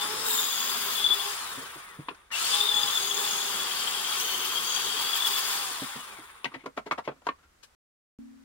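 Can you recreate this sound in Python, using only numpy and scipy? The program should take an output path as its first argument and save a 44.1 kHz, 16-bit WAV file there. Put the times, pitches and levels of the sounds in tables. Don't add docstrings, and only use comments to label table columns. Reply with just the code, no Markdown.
import sys
import numpy as np
from scipy import signal
from scipy.fft import rfft, irfft, next_fast_len
from scipy.io import wavfile
from scipy.ndimage import uniform_filter1d

SR = 44100
rng = np.random.default_rng(int(sys.argv[2]) if len(sys.argv) > 2 else 0)


def int16_out(signal):
    q = np.round(np.clip(np.atleast_2d(signal).T, -1, 1) * 32767)
    wavfile.write(sys.argv[1], SR, q.astype(np.int16))


def to_linear_factor(level_db):
    exponent = np.asarray(level_db, float) / 20
    return 10 ** exponent


N = 372204
T = np.arange(N) / SR
M = next_fast_len(N)
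F = np.maximum(np.fft.rfftfreq(M, 1 / SR), 1)

# frequency [Hz], density [dB per Hz].
DRILL_COLOUR = [(35, -49), (60, -15), (240, -10.5), (334, -13), (403, -3.5), (644, -14), (1080, -3),
                (2290, -11), (3500, -7.5), (4030, -13), (5000, -11), (5900, -15), (6760, -11), (10300, -11),
                (15600, -7), (16500, -15)]
# frequency [Hz], density [dB per Hz].
SHOP_COLOUR = [(12, -28.5), (20, -20), (73, -11), (108, -23.5), (690, -30), (1350, -26.5), (2890, -34.5),
               (7300, -37.5), (14700, -47), (16500, -49)]
# frequency [Hz], left lead [rad].
PORT_LEAD = [(60, 0), (430, -.2), (780, 1.3), (1380, .2), (2330, 2.9), (3010, 5.2), (3530, 6.7),
             (4310, 9.7), (5510, 8.4), (5940, 9.8), (9820, 9.4), (14000, 7.5)]
# frequency [Hz], left minus right [dB].
PORT_SHADE = [(200, 0), (380, -3), (700, 4), (1290, -3.5), (2380, 11), (3400, 9.5), (4400, 15.5),
              (8120, 3.5), (15000, 3)]
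# time [s], fan blade tone [Hz], disc pressure [dB], vents
# facing the phone [dB], gear load [dB].
PULLS = [
    [(0, 4896, 6, 2.5, -42.5), (.09, 5085, -1, -2, -48), (.23, 5320, 0, -2, -47.5),
     (.27, 5290, 11, -3, -40.5), (.36, 5140, 10, -1.5, -37.5), (.45, 4960, 9.5, -2, -37),
     (.65, 4870, 8.5, 0, -39.5), (.88, 4790, 9, 1.5, -40.5), (.93, 4836, 8, 1.5, -40.5),
     (1.02, 4790, 4.5, -1.5, -35), (1.07, 4830, -1.5, -7, -37.5), (1.13, 4890, 3.5, -1.5, -39),
     (1.2, 4820, 2, -1, -42), (1.29, 4945, 1, -1, -48)],
    [(2.515, 5322, 1.5, 5.5, -44), (2.54, 5296, 4.5, 6, -29.5), (2.7, 5079, 2, -3, -33),
     (2.87, 4920, 4, -1, -34), (3.03, 4730, 5, 2, -39.5), (3.1, 4735, 5, -0.7, -40),
     (3.22, 4930, 6, 1.9, -40), (3.5, 4720, 3.5, 1.5, -41.5), (3.75, 4550, 2, 2.5, -41.5),
     (3.95, 4640, 3.5, 2.5, -41.5), (4.14, 4605, 4, 3.5, -39), (4.28, 4435, 8.5, 1.5, -35.5),
     (4.42, 4476, 6.5, 1.4, -39), (4.6, 4570, 5.5, 1.8, -39.5), (4.77, 4670, 3.5, 0.5, -35.5),
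     (4.86, 4575, 3, 2, -38), (5.03, 4610, 2.5, 0.5, -37), (5.24, 4810, 7, 1.2, -40),
     (5.33, 4794, 9.5, 4, -41), (5.4, 4695, 6, 2.1, -42.5), (5.5, 4800, 6, 1.8, -45),
     (5.63, 4880, 2.5, 0.5, -45.5)],
]
# time [s], fan whine [dB], once-a-turn hum [dB], twice-a-turn hum [dB].
TONE_LEVELS = [(0, -44, -51, -47), (.09, -44, -42, -39), (.23, -45, -43, -50), (.33, -47, -48, -45),
               (.46, -40, -56, -52), (.65, -42, -62, -57), (.9, -42.5, -53, -60), (1.03, -49, -53, -60),
               (1.11, -44, -52, -45), (1.17, -45, -49, -54), (1.28, -45, -44, -39), (1.37, -57, -62, -60),
               (1.53, -50, -70, -70), (1.72, -61, -70, -72), (1.92, -55, -75, -80), (2.1, -75, -85, -90),
               (2.32, -90, -90, -90), (2.39, -45, -62, -60), (2.47, -38, -55, -54), (2.56, -39.5, -48, -39),
               (2.63, -43, -45, -44), (2.69, -47, -58, -50), (2.74, -49, -56, -39), (2.87, -40, -56, -40),
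               (2.95, -45, -54, -50), (3.05, -40, -47, -53), (3.2, -48, -50, -45), (3.45, -46, -51, -50),
               (3.7, -48, -56, -56), (4.15, -45, -56, -55), (4.4, -46, -51, -56), (4.75, -44, -57, -57),
               (5.03, -42, -58, -54), (5.33, -41, -50, -50), (5.5, -42.5, -53, -52), (5.56, -45, -56, -42),
               (5.66, -48, -58, -44), (5.8, -59, -66, -60), (5.93, -49.5, -70, -70), (6.12, -59, -70, -75),
               (6.3, -63, -80, -85), (6.5, -85, -90, -90)]
# time [s], added level [dB], length [s].
DISC_BITES = [(.02, 0.5, .02), (.076, -3, 0.015), (3.88, 2.5, 0.052), (4.12, 0, 0.062), (4.2, 4, .03),
              (4.3, -0.5, 0.025), (4.45, 3, 0.044), (4.72, -1, 0.037), (5.01, 6.5, 0.078), (5.16, 8, 0.02),
              (5.265, 7.5, 0.029), (5.375, 6.5, 0.046), (5.5, 2.5, 0.21)]
# start [s], level [dB], hold [s], fade [dB per s].
GRIT_OCTAVE = [
    (0.272, -33.5, 0.033, 21.5),
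    (2.746, -39, 0.64, 48.5),
    (4.17, -43, 0.078, 16),
    (4.695, -39.5, 0.03, 93),
    (5.1, -49.5, .4, 32),
]
# time [s], pitch [Hz], peak [dB], length [s].
CATCHES = [(0.02, 3520, -29.5, 0.027), (0.313, 3680, -27.5, 0.012), (0.391, 3610, -25.5, 0.019),
           (1.048, 3440, -16.5, 0.022), (1.066, 3444, -16.5, 0.015), (1.09, 3510, -22, 0.0075),
           (1.111, 3456, -17.5, 0.026), (1.125, 3450, -19.5, 0.034), (1.206, 3440, -32, 0.047),
           (2.325, 2870, -33.5, 0.02), (2.341, 2690, -29, 0.025), (2.358, 2830, -32, .02),
           (2.376, 2940, -34.5, .02), (2.531, 3490, -25.5, .025), (2.552, 3520, -26, .02),
           (2.672, 3560, -22, 0.0055), (2.691, 3550, -19, 0.01), (2.718, 3450, -25, 0.016),
           (2.744, 3460, -21, 0.0096), (2.77, 3470, -23.5, 0.052), (2.834, 3506, -20, 0.0073),
           (2.976, 3370, -22, 0.014), (3.113, 3390, -23.5, 0.016), (3.178, 3460, -24, 0.0047),
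           (3.203, 3470, -27.5, 0.01), (3.25, 3460, -26, 0.0092), (3.277, 3410, -29, 0.007),
           (3.389, 3470, -28, .01), (3.419, 3400, -29.5, .015), (3.631, 3430, -31, .01),
           (3.714, 3130, -29.5, 0.01), (3.949, 3320, -27, 0.011), (4.047, 3150, -30, 0.0092),
           (4.345, 3210, -28, 0.009), (4.559, 3180, -25.5, 0.011), (4.71, 3150, -30, 0.011),
           (4.97, 3220, -27.5, 0.014), (5.047, 3210, -32, .008), (5.156, 3190, -25, .008),
           (5.207, 3470, -24, .008), (5.251, 3400, -22, 0.02), (5.34, 3360, -28.5, 0.011),
           (5.486, 3410, -33, .012), (3.876, 3130, -28.5, 0.022), (4.248, 3090, -33, 0.028),
           (4.429, 3100, -29.5, 0.015), (4.576, 3190, -25.5, 0.023), (4.766, 3330, -24.5, 0.011),
           (5.135, 3340, -22.5, 0.019), (5.225, 3447, -22, .009), (5.272, 3320, -19, 0.009),
           (5.363, 3420, -28.5, .02)]
# start [s], peak [dB], ring [Hz].
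SOFT_THUDS = [(0.04, -41, 300), (1.573, -38.5, 240), (1.755, -43, 301), (1.987, -33, 150), (2.6, -44, 240),
              (2.75, -44, 220), (2.83, -45, 150), (5.55, -45, 200), (5.707, -42, 446), (5.818, -30.5, 232),
              (5.955, -37.5, 253), (6.184, -44.5, 338), (6.452, -39, 252), (6.55, -41, 260),
              (6.657, -42, 286), (6.776, -39, 250), (7.077, -27, 460), (7.268, -55, 238)]
# start [s], peak [dB], ring [Hz], treble [dB], rise [ms].
FRAME_KNOCKS = [(2.084, -20.5, 1030, -35.5, 0.66), (2.088, -27.5, 2590, -38, 1.2),
                (2.101, -35.5, 400, -22, 8.7), (2.144, -44, 1530, -6, 3.8), (6.444, -19, 2700, -15, 0.61),
                (6.454, -19, 1990, -26, 1.34), (6.507, -39, 1150, -25, 18), (6.535, -30, 1910, -22, 11),
                (6.574, -45, 2160, -23.5, 28), (6.634, -40.5, 338, -20, 6.6), (6.657, -25.5, 480, -17.5, 4),
                (6.764, -36, 900, -11.5, 5.1), (6.773, -21, 700, -19, 3.1), (6.785, -30, 1300, -20, 2.8),
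                (6.856, -29, 480, -20, 11.7), (6.911, -15, 1180, -24.5, 0.65),
                (6.918, -19.5, 1240, -18, 1.2), (6.926, -23, 1150, -19.5, 0.8), (6.975, -23, 920, -21, 9.1),
                (7.035, -43, 2230, -7, 19), (7.076, -18, 790, -38, 0.39), (7.085, -25.5, 800, -32, 2.4),
                (7.104, -42, 733, -35, 12.6), (7.149, -53.5, 300, -29, 16), (7.216, -47.5, 800, -21, 4.6),
                (7.239, -49, 1200, -6.5, 20), (7.268, -18.5, 973, -19, 0.4), (7.286, -16.5, 1070, -39, 2.5),
                (7.38, -55, 1360, -19, 8.8), (7.419, -53.5, 1420, -14, 17), (7.626, -48.5, 1650, 8, 9.4)]
# frequency [Hz], level [dB], decay by 60 dB [s].
WOOD_MODES = [(504, 5, 0.028), (800, -3.5, 0.03), (1046, 16, 0.022), (1372, 9, 0.0266), (1806, 4, 0.053),
              (2230, 5.5, 0.02), (2620, -4.5, 0.014), (3350, -14, 0.012), (3720, -13.5, 0.012)]
# frequency [Hz], level [dB], decay by 60 dB [s], left minus right [dB].
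STAND_MODES = [
    (233, -46, 0.86, -12),
    (269, -48.5, 1.4, 15),
]

GAP_START_S, GAP_END_S, TAP_S = 7.75, 8.187, 8.189

PULLED_S = -1.5, 2.304
KICK_SHARE, SPIN_UP_S = .41, .115
INRUSH_S = 0.0078
COAST_S, FRICTION_HZ = 1.8, 5300
LIFT_S, LIFT_DB = 0.013, -2.5
FULL_HZ = 4900
BLADES, GEAR_RATIO, TEETH_PER_BLADE = 12, 9.5, .707
GEAR_LEAD = .05
LOW_HZ, MID_HZ, HIGH_HZ = 670, 2500, 9900


def on_hz(table):
    hz, value = np.transpose(table)
    return np.interp(np.log(F), np.log(np.maximum(hz, 1)), value)


def unit(x):
    return x / np.sqrt(np.mean(x ** 2))


def shape(x, gain):
    return irfft(rfft(x, M) * gain, M)[..., :N]


def walk(rate):
    k = int(SR / rate)
    steps = np.repeat(rng.standard_normal(N // k + 1), k)
    return 1.3 * uniform_filter1d(uniform_filter1d(steps, k), k)[:N]


def band(x, lo_hz, hi_hz):
    edge = 1 / np.sqrt((1 + (lo_hz / F) ** 16) * (1 + (F / hi_hz) ** 16))
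    return unit(shape(x, edge * to_linear_factor(on_hz(DRILL_COLOUR))))


def ring(x, hz, t60):
    pole = np.exp(2j * np.pi * hz / SR - np.log(1000) / (t60 * SR))
    return signal.lfilter([1], [1, -pole], x).imag


def ringing_noise(hz, *t60s):
    x = rng.standard_normal(N)
    for t60 in t60s:
        x = ring(x, hz, t60)
    return unit(x)


def bumps(rows, t=T):
    total = 0
    for s, size, length in rows:
        spread = length * np.where(t < s, 0.27, 0.45)
        total = total + size * np.exp(-((t - s) / spread) ** 2)
    return total


def shop():
    mid, side = rng.standard_normal((2, N))
    both = mid + shape(side, np.clip(F / 500, .2, 1)) * np.array([[1], [-1]])
    return to_linear_factor(-64.5 + 0.4 * walk(2.5)) * unit(shape(both, to_linear_factor(on_hz(SHOP_COLOUR))))


def trigger():
    out = np.zeros((7, N))
    for rows, pulled in zip(PULLS, PULLED_S):
        s, *cols = np.transpose(rows)
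        hz, press_db, facing_db, load_db = (np.interp(T, s, c) for c in cols)
        since = np.maximum(T - s[-1], 0)
        on = np.maximum(T - pulled, 1e-5)
        torque = (1 - KICK_SHARE) * np.exp(-on / SPIN_UP_S)
        drive = 1 - np.exp(-(on / INRUSH_S) ** 2 / 2)
        hz = hz * (1 - torque)
        hz = np.maximum((hz + FRICTION_HZ) * np.exp(-since / COAST_S) - FRICTION_HZ, 1)
        power = np.exp(-since / LIFT_S)
        press_db = press_db + LIFT_DB * (1 - power)
        effort = hz * drive / (1 - 0.5 * torque)
        out = np.where(T >= pulled, [hz, press_db, facing_db, load_db, power, torque, effort], out)
    return out


def with_speed(db, steepness, effort):
    return db + 20 * steepness * np.log10(effort / FULL_HZ)


def armature_turns(fan_hz, power):
    uneven = (.006 - .003 * power) * walk(60) + .004 * power * walk(22)
    return np.cumsum(fan_hz * (1 + uneven)) / BLADES / SR


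def motor_tones(turns):
    s, *levels = np.transpose(TONE_LEVELS)
    whine_db, once_db, twice_db = (np.interp(T, s, db) for db in levels)
    whine = to_linear_factor(whine_db + 3.2 * walk(45)) * np.sin(2 * np.pi * BLADES * turns)
    twice = to_linear_factor(twice_db + 2.5 * walk(25)) * np.sin(4 * np.pi * turns)
    once = to_linear_factor(once_db - 2 + 3 * walk(31)) * np.sin(2 * np.pi * turns)
    return whine + twice + once


def drone(disc, facing_db, power, effort):
    level_db = with_speed(-54.5, 1.2, effort) - 0.2 * facing_db - 3 * (1 - power)
    rumble = band(rng.standard_normal(N), 52, LOW_HZ) * to_linear_factor(level_db + 0.5 + 1.2 * disc + 2.2 * walk(14))
    upright = (T > .33) & (T < 1.12)
    drum = to_linear_factor(-58.5 + 2.8 * walk(25)) * upright * ringing_noise(243, .1)
    lying = uniform_filter1d(1. * ((T > 2.85) & (T < 5.05)), size=6000)
    crate = lying * to_linear_factor(-54.5 + 1.9 * disc + 1.14 * walk(11)) * band(rng.standard_normal(N), 60, 610)
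    return rumble + drum + crate


def casing(shaft, disc, facing_db, bite_db, effort):
    level_db = with_speed(-40.5, 1.55, effort) + 0.35 * facing_db + 0.34 * bite_db
    noise = band(rng.standard_normal(N) * to_linear_factor(2.6 * shaft), LOW_HZ, MID_HZ)
    gearcase = to_linear_factor(with_speed(-54, 1.32, effort)) * ringing_noise(3501.5, 1.8 / 700, 1.8 / 700)
    return noise * to_linear_factor(level_db + 1.8 * disc + 0.42 * walk(14)) + gearcase


def vents(shaft, disc, press, facing_db, bite_db, effort):
    level_db = with_speed(-38, 2.85, effort) + facing_db + 0.75 * bite_db
    air = band(rng.standard_normal(N) * to_linear_factor(3.9 * shaft), MID_HZ, HIGH_HZ)
    air *= to_linear_factor(level_db - 0.3 + 2.87 * disc + 0.39 * press)
    slot = to_linear_factor(with_speed(-48, 1.68, effort)) * ringing_noise(9350.5, 2.2 / 799, 1.2 / 799)
    return air + slot


def grit(disc, press, press_db, bite_db, effort):
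    level_db = with_speed(-44, 2.44, effort) + press_db + bite_db
    grain_size = np.minimum(rng.exponential(size=N), 5.)
    grains = rng.standard_normal(N) * to_linear_factor(3.24 * grain_size)
    return band(grains, HIGH_HZ, 20000) * to_linear_factor(level_db - 3.5 + 2.6 * disc + 0.83 * press)


def gears(disc, fan_hz, load_db, power, torque):
    size = power * to_linear_factor(load_db)
    hz = TEETH_PER_BLADE * fan_hz / (1 - GEAR_LEAD * torque) * (1 + .014 * walk(25))
    phase = 2 * np.pi * np.cumsum(hz * (1 + .012 * walk(70))) / SR
    firm = np.clip((20 * np.log10(size + 1e-9) + 36) / 10, 0, 1)
    swell = to_linear_factor(np.minimum((2.5 - firm) * (3.07 * disc + 2.4 * walk(120)), 12.))
    near, wide = (unit(signal.lfilter([1], [1, -2 * k, k * k], rng.standard_normal(N))) for k in (.92, .94))
    tone = (.66 + .3 * firm) * unit(swell * np.sin(phase))
    skirt = (.95 - .6 * firm) * near * np.cos(phase)
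    sing = 0
    for s, db, hold, fade in GRIT_OCTAVE:
        rise_db = 248.5 * np.maximum(s - T, 0)
        sing = sing + to_linear_factor(db - rise_db - fade * np.maximum(T - s - hold, 0))
    octave = sing * power * to_linear_factor(8.1 * disc) * wide * np.cos(2 * phase)
    return size * (tone + skirt) + octave


def squeals():
    out = np.zeros(N)
    waver = 2 * np.pi * np.cumsum(25 * walk(60)) / SR
    for s, hz, db, length in CATCHES:
        near = slice(max(int((s - .15) * SR), 0), int((s + .15) * SR))
        swell = bumps([(s, to_linear_factor(db), length)], T[near])
        out[near] += swell * np.sin(2 * np.pi * hz * T[near] + waver[near])
    return out


def thuds():
    out, t = np.zeros(N), np.arange(6000) / SR
    for s, db, hz in SOFT_THUDS:
        push = rng.standard_normal(len(t)) * t * np.exp(-t / 0.0055)
        thud = unit(ring(push, hz, 0.035)) + 0.5 * unit(ring(push, 2.0 * hz, 0.019))
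        thud += .22 * unit(ring(push, 145, 0.09))
        thud = signal.lfilter(*signal.butter(2, 100, "high", fs=SR), thud)
        i = int(s * SR)
        out[i:i + len(t)] += to_linear_factor(db + 1.5) * thud / np.abs(thud).max()
    return out


def knocks():
    out, t = np.zeros(N + 8192), np.arange(6000) / SR
    ms = 1e3 * t
    for s, db, hz, treble_db, rise_ms in FRAME_KNOCKS:
        rub, hiss = rng.standard_normal((2, len(t)))
        burst_ms = 6.5 + 1.45 * rise_ms
        force = np.minimum(ms / max(rise_ms, .2), 1) ** 1.5 * np.exp(-(ms / burst_ms) ** 1.9)
        rub = rub + 0.46 * 9 / (1 + rise_ms ** 2) * np.exp(-((ms - rise_ms) / 0.054) ** 2)
        wood = 0
        for f, mode_db, t60 in WOOD_MODES:
            detune, uneven = rng.standard_normal(2)
            mode = unit(ring(rub * force, f * (1 + 0.072 * detune), t60))
            wood = wood + to_linear_factor(mode_db + 2.7 * np.tanh(uneven)) * mode
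        body = unit(wood) + 1.4 * unit(ring(rub * force, hz, 0.017))
        body += 0.95 * unit(ring(hiss * force, 1.02 * hz + 500, 0.0017))
        body = signal.lfilter(*signal.butter(3, [190, 4000], "band", fs=SR), body)
        crack = signal.lfilter(*signal.butter(2, [2600, 9500], "band", fs=SR), hiss * force)
        i = int(s * SR)
        blow = body / np.abs(body).max() + to_linear_factor(treble_db) * crack / np.abs(crack).max()
        out[i:i + len(t)] += to_linear_factor(db) * blow
    return out[:N]


def ports(x):
    half = to_linear_factor(on_hz(PORT_SHADE) / 2) * np.exp(.5j * on_hz(PORT_LEAD))
    return shape(x, np.array([half, 1 / half]) / np.sqrt(1 + (110 / F) ** 4))


def scatter(x, drift):
    gain = to_linear_factor(-4 + 0.32 * np.log2(F / 2000)) / np.sqrt(1 + (300 / F) ** 4)
    moving, quarter = shape(x, np.array([gain, 1j * gain]))
    out = np.zeros((2, N))
    for k, lag in enumerate(rng.integers(100, 700, 6)):
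        turn = 3.37 * walk(drift)
        out[k % 2] += np.roll(moving, lag) * np.cos(turn) + np.roll(quarter, lag) * np.sin(turn)
    return out


def walls(x):
    t = np.arange(8000) / SR
    tail = rng.standard_normal((2, len(t))) * to_linear_factor(-60 * t / 0.11) * (t > .003)
    tail[1] += signal.lfilter(*signal.butter(2, 500, fs=SR), tail[0] - tail[1])
    tail = signal.lfilter(*signal.butter(2, 150, "high", fs=SR), tail)
    return signal.fftconvolve(x[None], tail / np.linalg.norm(tail[0]) * to_linear_factor(-8))[:, :N]


def stand():
    tap = 1. * (np.arange(N) == int(TAP_S * SR))
    out = to_linear_factor(-50) * ring(tap, 240, 0.028)
    for k, (hz, db, t60, pan_db) in enumerate(STAND_MODES):
        level = to_linear_factor(db + np.array([[pan_db], [-pan_db]]) / 2)
        sign = np.array([[1], [1 - 2 * k]])
        out = out + level * sign * ring(tap, hz, t60)
    return out


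def scene():
    fan_hz, press_db, facing_db, load_db, power, torque, effort = trigger()
    turns = armature_turns(fan_hz, power)
    shaft = np.cos(2 * np.pi * turns)
    disc = np.cos(2 * np.pi * turns / GEAR_RATIO + 0.43 * walk(5.3))
    bite_db = bumps(DISC_BITES)
    press = walk(11)
    whirr = drone(disc, facing_db, power, effort) + casing(shaft, disc, facing_db, bite_db, effort)
    whirr += vents(shaft, disc, press, facing_db, bite_db, effort)
    whirr += grit(disc, press, press_db, bite_db, effort)
    tones = motor_tones(turns)
    mesh = gears(disc, fan_hz, load_db, power, torque)
    clean = squeals()
    frame = thuds() + knocks()
    work = ports(whirr + mesh + frame + clean + tones)
    work += scatter(whirr, 60)
    work += scatter(0.74 * mesh + 0.39 * clean + tones / 5, 9)
    work += walls(frame)
    return work * (T < GAP_START_S) + stand() + shop()


def low_pass(x):
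    return signal.sosfilt(signal.butter(12, 16980, fs=SR, output="sos"), x)


def record(dry):
    top = 1 / np.sqrt(1 + (F / 15850) ** 400)
    heard = (T < GAP_START_S) | (T > GAP_END_S)
    return low_pass(shape(dry, top) * heard)


dry = scene()
out = record(dry)
int16_out(out)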